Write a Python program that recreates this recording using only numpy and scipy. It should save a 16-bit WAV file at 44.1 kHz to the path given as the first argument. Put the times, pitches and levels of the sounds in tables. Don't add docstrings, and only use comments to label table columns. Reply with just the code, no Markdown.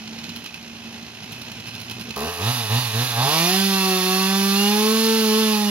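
import sys
import numpy as np
from scipy import signal
from scipy.fft import rfft, irfft, next_fast_len
from scipy.io import wavfile
from scipy.ndimage import uniform_filter1d, map_coordinates

SR = 44100
rng = np.random.default_rng(int(sys.argv[2]) if len(sys.argv) > 2 else 0)


def pcm_store(signal):
    levels = np.round(np.clip(np.atleast_2d(signal), -1, 1) * 32767)
    wavfile.write(sys.argv[1], SR, levels.astype(np.int16).T)


def undo_db(level):
    steps = np.asarray(level, float) / 20
    return 10 ** steps


N = 251356


def running():
    speed, gas, effort_db = trigger()
    slow = np.clip((170 - speed) / 80, 0, 1)
    crawl = np.clip((88 - speed) / 25, 0, 1)
    turn = np.cumsum(speed * (1 + .001 * wobble(40)) * (throttle() > 0)) / SR - .27
    loose = turn + (.002 + .0055 * slow) * wobble(70)
    gate = undo_db(0.37 * wobble(45))
    puffs = gate * once_a_turn(loose, depth=0.14 + 0.15 * slow + .25 * crawl)
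    blows = exhaust_blows(loose, slow)
    shaking = shared(blows) + (.36 + .25 * slow) * puffs * rng.standard_normal((2, N))
    pull_up = np.clip(np.gradient(speed) * SR / 250, 0, 1)
    bark_db = -31.5 + 0.74 * (effort_db + 28.5) - 3.6 * (1 - gas) + 1.14 * pull_up + 1.2 * wobble(6)
    tone = low_orders(turn, speed, gas, slow) + chain_whine(turn, speed, gas)
    tone = tone + muffler(blows, bark_db - 3.5 + .5 * slow)
    rough = roar(puffs, shaking, effort_db, slow) + sputter(puffs, bark_db - 16.5 + 6 * slow)
    bar = guide_bar(shaking, slow, effort_db - 15.5 - 5.3 * (1 - gas))
    hiss_db = -34.9 + 1.08 * (effort_db + 28) + 0.8 * (1 - gas)
    hiss = undo_db(hiss_db) * noise(HISS, gate * once_a_turn(loose, depth=0.16 + 0.75 * crawl))
    return throttle() * (shared(tone) + rough + bar + hiss)


# pulled_s, let_go_s, speed_at_pull [turns per s], speed_at_top [turns per s]
BLIPS = [
    (2.149, 2.282, 67, 91),
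    (2.383, 2.506, 84, 130),
    (2.686, 2.786, 103, 129),
    (2.925, 3.035, 106, 129),
]
# start_s, speed [turns per s]
PICK_UP = (2.25, 77)
# start_s, speed [turns per s], effort_db
CLIMB = [
    (3.16, 113.0, -31),
    (3.246, 135.4, -28),
    (3.338, 159.3, -25),
    (3.436, 170.7, -25),
    (3.53, 188.4, -25),
    (3.6, 194.3, -26),
]
# start_s, speed [turns per s], effort_db
CUT = [
    (3.66, 194.7, -27),
    (4.02, 184.4, -27),
    (4.39, 195.6, -28),
    (4.53, 196.8, -27),
    (4.95, 221.8, -27),
    (5.16, 222.4, -27),
    (5.3, 215.4, -28),
    (5.4, 219.8, -27),
    (5.7, 204.6, -31),
]


def trigger():
    pulled, let_go, low, top = np.transpose(BLIPS)
    run_on_s, opens_s, shuts_s = .018, 0.028, 0.021
    corners = sorted([*zip(pulled, low), *zip(let_go + run_on_s, top), PICK_UP])
    corners = corners + [row[:2] for row in CLIMB + CUT]
    speed = uniform_filter1d(curves(corners)[0], size=1500)
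    t = np.arange(N) / SR
    held_s = CLIMB[0][0]
    on = np.append(pulled, held_s)[:, None]
    off = np.append(let_go, 2 * N / SR)[:, None]
    opening = np.clip((t - on) / opens_s, 0, 1)
    shutting = np.clip(1 - (t - off) / shuts_s, 0, 1)
    gas = (opening * shutting).max(0)
    gas[t < pulled[0] + opens_s] = 1
    free_db = -30 + 12 * np.log2(np.maximum(speed, 82) / 125) + 2 * gas
    return speed, gas, np.where(t < held_s, free_db, curves(CLIMB + CUT)[1] + 0.94)


def throttle():
    return np.clip((np.arange(N) / SR - BLIPS[0][0]) / 0.0044 - 2, 0, 1)


# pitch_hz, level_db
ORDERS_1_TO_4 = [
    [(75, -41.5), (115, -21.5), (138, -23.5), (151, -36), (170, -24.5), (184, -28), (195, -21), (222, -22)],
    [(140, -42.5), (240, -33), (280, -41.5), (340, -31.5), (372, -26), (388, -32.5), (402, -28),
     (442, -22.5)],
    [(200, -34), (230, -31.5), (280, -48.5), (390, -46.5), (435, -29), (500, -38.5), (590, -46), (650, -43)],
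    [(280, -61), (440, -35.5), (520, -44.5), (640, -33), (740, -33), (785, -37.5), (835, -27.5), (885, -39)],
]


def low_orders(turn, speed, gas, slow):
    bog_db = 7 * np.clip((np.arange(N) / SR - 5.39) / 0.2, 0, 1)
    tone = 0
    for k, law in enumerate(ORDERS_1_TO_4):
        level_db = along(law, (k + 1) * speed) - 8.5 * (1 - gas) - bog_db * (k == 1) + 3.0
        flutter_db = (k ** .5 + 1.5 * slow) * wobble(12)
        tone = tone + undo_db(level_db + flutter_db) * np.sin(2 * np.pi * (k + 1) * turn - 2.13 * k)
    return tone


def exhaust_blows(loose, slow):
    blows = pulses(loose, count=38) - pulses(loose, count=4)
    blows = throttle() * blows * undo_db(1.2 * slow * wobble(60))
    return unit(patchy(blows, depth_db=2.2, smear=.011))


# pitch_hz, width_hz, level_db
MUFFLER = [(429, 31, 12), (685, 64, 3), (823, 76, 4), (968, 166, 2.5), (1115, 225, 2.5), (1360, 200, -13.5),
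           (1537, 34, -3)]


def muffler(blows, level_db):
    return undo_db(level_db) * unit(filtered(blows, resonant(MUFFLER)))


# pitch_hz, level_db (per Hz)
ROAR = [(40, -31), (100, 0.5), (300, -5), (600, -18), (1100, -1.5), (1800, -6.5), (2300, 0), (2550, -2),
        (4200, 2), (6000, -3), (8000, -10.5), (9000, -54)]
# pitch_hz, width_hz, level_db
COVER = [(1280, 70, -16), (1880, 227, -8), (2536, 92, -1), (2866, 183, -4), (3496, 110, -1.5),
         (4980, 850, -5)]


def roar(puffs, shaking, effort_db, slow):
    rush = noise(ROAR, puffs)
    bass = filtered(rush, lambda hz: 1 / (1 + (hz / 620) ** 6))
    rush = rush - .7 * (1 - np.clip(3 * slow, 0, 1)) * bass
    cover = unit(filtered(shaking, resonant(COVER)))
    return undo_db(effort_db - 3.5) * rush + undo_db(effort_db - 7.5) * cover


# pitch_hz, width_hz, level_db
SLACK_BAR = [(3730, 45, 14), (3440, 96, -16)]
# pitch_hz, width_hz, level_db
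BAR = [(4140, 140, -1.5), (4353, 105, 7.5), (4860, 1600, -4.5)]


def guide_bar(shaking, slow, level_db):
    slack = np.clip(1.5 * slow, 0, 1)
    loose_ring = unit(filtered(shaking, resonant(SLACK_BAR)))
    tight_ring = unit(filtered(shaking, resonant(BAR)))
    return undo_db(level_db) * (slack * loose_ring + (1 - slack) * tight_ring)


# pitch_hz, level_db
WHINE = [(1800, -55), (2300, -37), (2480, -35), (2620, -42), (2800, -32.5), (2950, -46), (3100, -43)]


def chain_whine(turn, speed, gas):
    level_db = along(WHINE, 14 * speed) - .6 * 8.5 * (1 - gas) + 3.5 * wobble(7) + 2.5
    return undo_db(level_db) * np.sin(28 * np.pi * turn)


# pitch_hz, level_db (per Hz)
SPUTTER = [(120, -21), (300, -5.5), (450, -4), (1150, -5), (1400, -38), (2200, -51)]


def sputter(puffs, level_db):
    return undo_db(level_db) * noise(SPUTTER, puffs)


# start_s, speed [turns per s], pumping_db,
# muffler_facing_db, panels_facing_db
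IDLE = [
    (0, 55, -50, 6, 2.2),
    (.36, 58.5, -49, 7, -3),
    (.48, 58, -56, 0, -2.2),
    (.75, 57.5, -53, 9.5, 0),
    (.95, 57.5, -49, 5, -1.1),
    (1.16, 58, -55, 0, 2.2),
    (1.3, 63, -46.5, -1.5, 3.5),
    (1.75, 63, -46.5, -1.1, 4.5),
    (2.16, 62, -43.5, 0, -2.2),
]
# start_s, peak_db, rattle_over_peak_db
FIRINGS = [(0.078, -48.5, 15), (.132, -48, 12), (0.1884, -43, 10), (.2409, -37.5, 7), (.2934, -39.5, 9.5),
           (0.3624, -28.5, -0.8), (0.443, -37.5, 0), (0.462, -39.5, 6.5), (.5432, -38, 4), (.6265, -44, 0),
           (.6774, -51, 9.5), (.9248, -44, -12), (1.0271, -49, 9), (1.1492, -41, 1.1), (1.233, -38, -1),
           (1.3224, -30.5, -6), (1.3877, -39, -10), (1.4183, -32.5, -0.5), (1.5186, -34, -0.5),
           (1.6012, -35, 0), (1.684, -35, 1), (1.752, -36, 0.5), (1.817, -31.5, -4), (1.9131, -30.5, -1),
           (2.0118, -31, -2.5), (2.108, -35, 4)]
# pitch_hz, level_db (per Hz)
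CASING = [(35, -53), (60, -9.5), (226, -2), (298, -6), (559, -14.5), (756, -11), (1200, -17.5),
          (2310, -13.5), (2590, -12.5), (6410, -20.5), (7370, -28.5), (7900, -32), (8870, -36),
          (12000, -30), (15500, -50)]
# pitch_hz, width_hz, level_db
PANELS = [(2586, 53, 11.5), (2860, 120, 2), (2850, 210, 9), (4180, 220, 3), (5210, 260, -0.5),
          (6370, 110, -15), (10450, 180, -14), (860, 190, -3), (1600, 140, -3)]
# pitch_hz, width_hz, level_db
THUD = [(117, 60, 8), (204, 72, 9.5), (363, 180, -7)]
# pitch_hz, level_db (per Hz)
HISS = [(4940, -66), (8400, -13.5), (10700, -1), (11300, 0), (15100, -12), (15800, -5)]


def tick_over():
    speed, pump_db, facing_db, panel_db = curves(IDLE)
    catches = [(s - .015, db - 2.5, rattle) for s, db, rattle in FIRINGS if s > 1.65]
    s, db, clank_db = np.transpose(FIRINGS + catches)
    strength_db = db + clank_db

    kick = bursts(s, 0 * db, rise=0.009, fall=.035)
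    lumps = np.array([row[0] for row in FIRINGS if row[0] > 1.2 and row[1] > -39])
    gasp_s = lumps + .024
    sag = .2 * bursts(lumps + .012, 0 * lumps, rise=.028, fall=.008)
    turn = np.cumsum(speed * (1 + .02 * (kick - kick[:2 * SR].mean()) - sag)) / SR
    pump_db = pump_db - 12 * bursts(gasp_s, 0 * lumps, rise=0.0064, fall=0.015)

    pump = undo_db(pump_db - facing_db + 3.0 + 2.4 * wobble(24.0)) * np.sin(4 * np.pi * turn)
    pump = pump + undo_db(pump_db + facing_db + 6.0 + 1.9 * wobble(23.26)) * np.sin(8 * np.pi * turn)
    high_db = 5.6 * (pump_db + 44) - 3 * facing_db - 51
    for k in range(5, 10):
        pump = pump + undo_db(high_db + 5.2 * wobble(25.2)) * np.sin(2 * np.pi * k * turn)

    gate = once_a_turn(turn, depth=0.25) * undo_db(0.79 * wobble(29.84))
    rattle = undo_db(-41.5 + 0.32 * (pump_db + 50.5)) * noise(CASING, gate)
    rattle = rattle + undo_db(-47 + panel_db + 1.7 * wobble(4.36)) * ringing(PANELS, gate)
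    clank = bursts(s, strength_db - 4, rise=0.002, fall=0.013) * ringing(PANELS, gate)
    crack = bursts(s, strength_db - 3.5, rise=0.0016, fall=0.0044) * noise(ROAR)
    spit = bursts(s, db - 16.5, rise=0.0027, fall=0.015)
    spit = spit + bursts(s, db - 12.5, rise=0.0017, fall=0.0027)
    spit = spit * noise(HISS, gate)
    cough = bursts(s, 0.24 * (strength_db + 32), rise=0.0097, fall=.015) * ringing(THUD, 1)[0]
    cough = undo_db(pump_db + facing_db + 4) * cough
    return (1 - throttle()) * (shared(pump + cough) + rattle + clank + crack + spit)


# pitch_hz, fade_by_60_db_s
YARD = [(100, 0.76), (1000, 0.48), (5000, 0.08), (12000, 0.29)]


def yard(x):
    hz, t, z = signal.stft(rng.standard_normal((2, SR // 2)), SR, nperseg=256)
    fade = undo_db(-60 * t / along(YARD, hz)[:, None])
    tail = signal.istft(z * fade, SR, nperseg=256)[1]
    late = np.pad(x, (700, 0))[None]
    return signal.fftconvolve(late, tail / np.linalg.norm(tail[0]), axes=1)[:, :N]


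# pitch_hz, left_minus_right_db
LEAN = [(60, -1.0), (92, -1.5), (140, -1.5), (210, -3), (330, 0.5), (500, 4.5), (770, -1.5), (1170, 0),
        (1790, -1), (2740, -3), (4190, -9), (6410, -3.5), (9810, -14), (15000, -19.5)]
# pitch_hz, likeness (0 to 1)
ALIKE = [(30, .6), (80, 1), (250, .96), (500, .9), (1000, .84), (2000, .76), (4000, .72), (8000, .55),
         (15000, .52)]
# pitch_hz, lead_radians
LEAD = [(60, -.06), (200, -.2), (600, -.6), (1720, -1), (3190, -1.6), (4390, -1.5), (5770, -1.9),
        (7150, -1.6), (7580, -3.2), (12200, -2.8), (15800, -3.7)]


def ports(pair):
    def spread(hz):
        angle = np.arccos(np.clip(along(ALIKE, hz), -1, 1)) / 2
        return np.array([np.cos(angle), np.sin(angle)])

    def lean(hz):
        half = undo_db(along(LEAN, hz) / 2) * np.exp(.5j * along(LEAD, hz))
        return np.array([half, 1 / half]) * 2 / abs(half + 1 / half)

    mid, side = filtered(pair, spread)
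    return filtered(np.array([mid + side, mid - side]), lean)


def once_a_turn(turn, depth):
    return 1 - depth + depth * np.exp(-3 * (turn % 1)) * 3


def pulses(turn, count):
    u = np.pi * (turn % 1) + 1e-7
    return np.sin((2 * count + 1) * u) / np.sin(u) / 2 - .5


def patchy(x, depth_db, smear):
    hz, _, z = signal.stft(x, SR, nperseg=1024)
    field = uniform_filter1d(rng.standard_normal(z.shape), size=5, axis=0)
    field = uniform_filter1d(field, size=14, axis=1)
    lag = np.cumsum(smear * rng.uniform(0, 1, len(z))) * 2 * np.pi * SR / 1024
    moved = signal.istft(z * undo_db(depth_db * unit(field)), nperseg=1024)[1][:N]
    return filtered(moved, lambda f: np.exp(-1j * np.interp(f, hz, lag)))


def bursts(s, db, rise, fall):
    t = np.arange(int(BLIPS[0][0] * SR + 900)) / SR - s[:, None]
    swell = np.exp(np.where(t < 0, t / rise, -t / fall))
    shape = (undo_db(db)[:, None] * swell).sum(0)
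    return np.pad(shape, (0, N - len(shape)))


def noise(spectrum, gate=1):
    return unit(filtered(gate * rng.standard_normal((2, N)), lambda hz: undo_db(along(spectrum, hz))))


def ringing(modes, gate):
    return unit(filtered(gate * rng.standard_normal((2, N)), resonant(modes)))


def resonant(modes):
    def response(f):
        total = 0
        for k, (centre, width, db) in enumerate(modes):
            loss = 1j * f * width
            total = total + (-1) ** k * undo_db(db) * loss / (centre * centre - f * f + loss)
        return total
    return response


def filtered(x, response):
    m = next_fast_len(N + SR // 2)
    return irfft(rfft(x, m) * response(np.fft.rfftfreq(m, 1 / SR)), m)[..., :N]


def shared(x):
    return x * np.array([[1], [0]])


def unit(x):
    return x / np.sqrt(np.mean(x ** 2) + 1e-20)


def along(points, hz):
    f, v = np.transpose(points)
    return np.interp(np.log(hz + 1), np.log(f + 1), v)


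def curves(rows):
    s, *cols = np.transpose(rows)
    return [np.interp(np.arange(N) / SR, s, c) for c in cols]


def wobble(rate):
    knots = rng.standard_normal(int(N * rate / SR) + 4)
    return map_coordinates(knots, [np.arange(N) * rate / SR])


def scene():
    saw = tick_over() + running()
    scattered = filtered(saw[0], lambda hz: 1 / (1 + (600 / (hz + 1)) ** 2))
    return ports(saw + undo_db(-7.5) * yard(scattered))


def roll_off(x):
    return signal.sosfilt(signal.butter(12, 16270, fs=SR, output="sos"), x)


def record(dry):
    def kept(hz):
        return np.where((hz > 7400) & (hz < 8300), undo_db(-19), 1) * (hz < 15790)

    return roll_off(filtered(dry, kept))


dry = scene()
out = record(dry)
pcm_store(out)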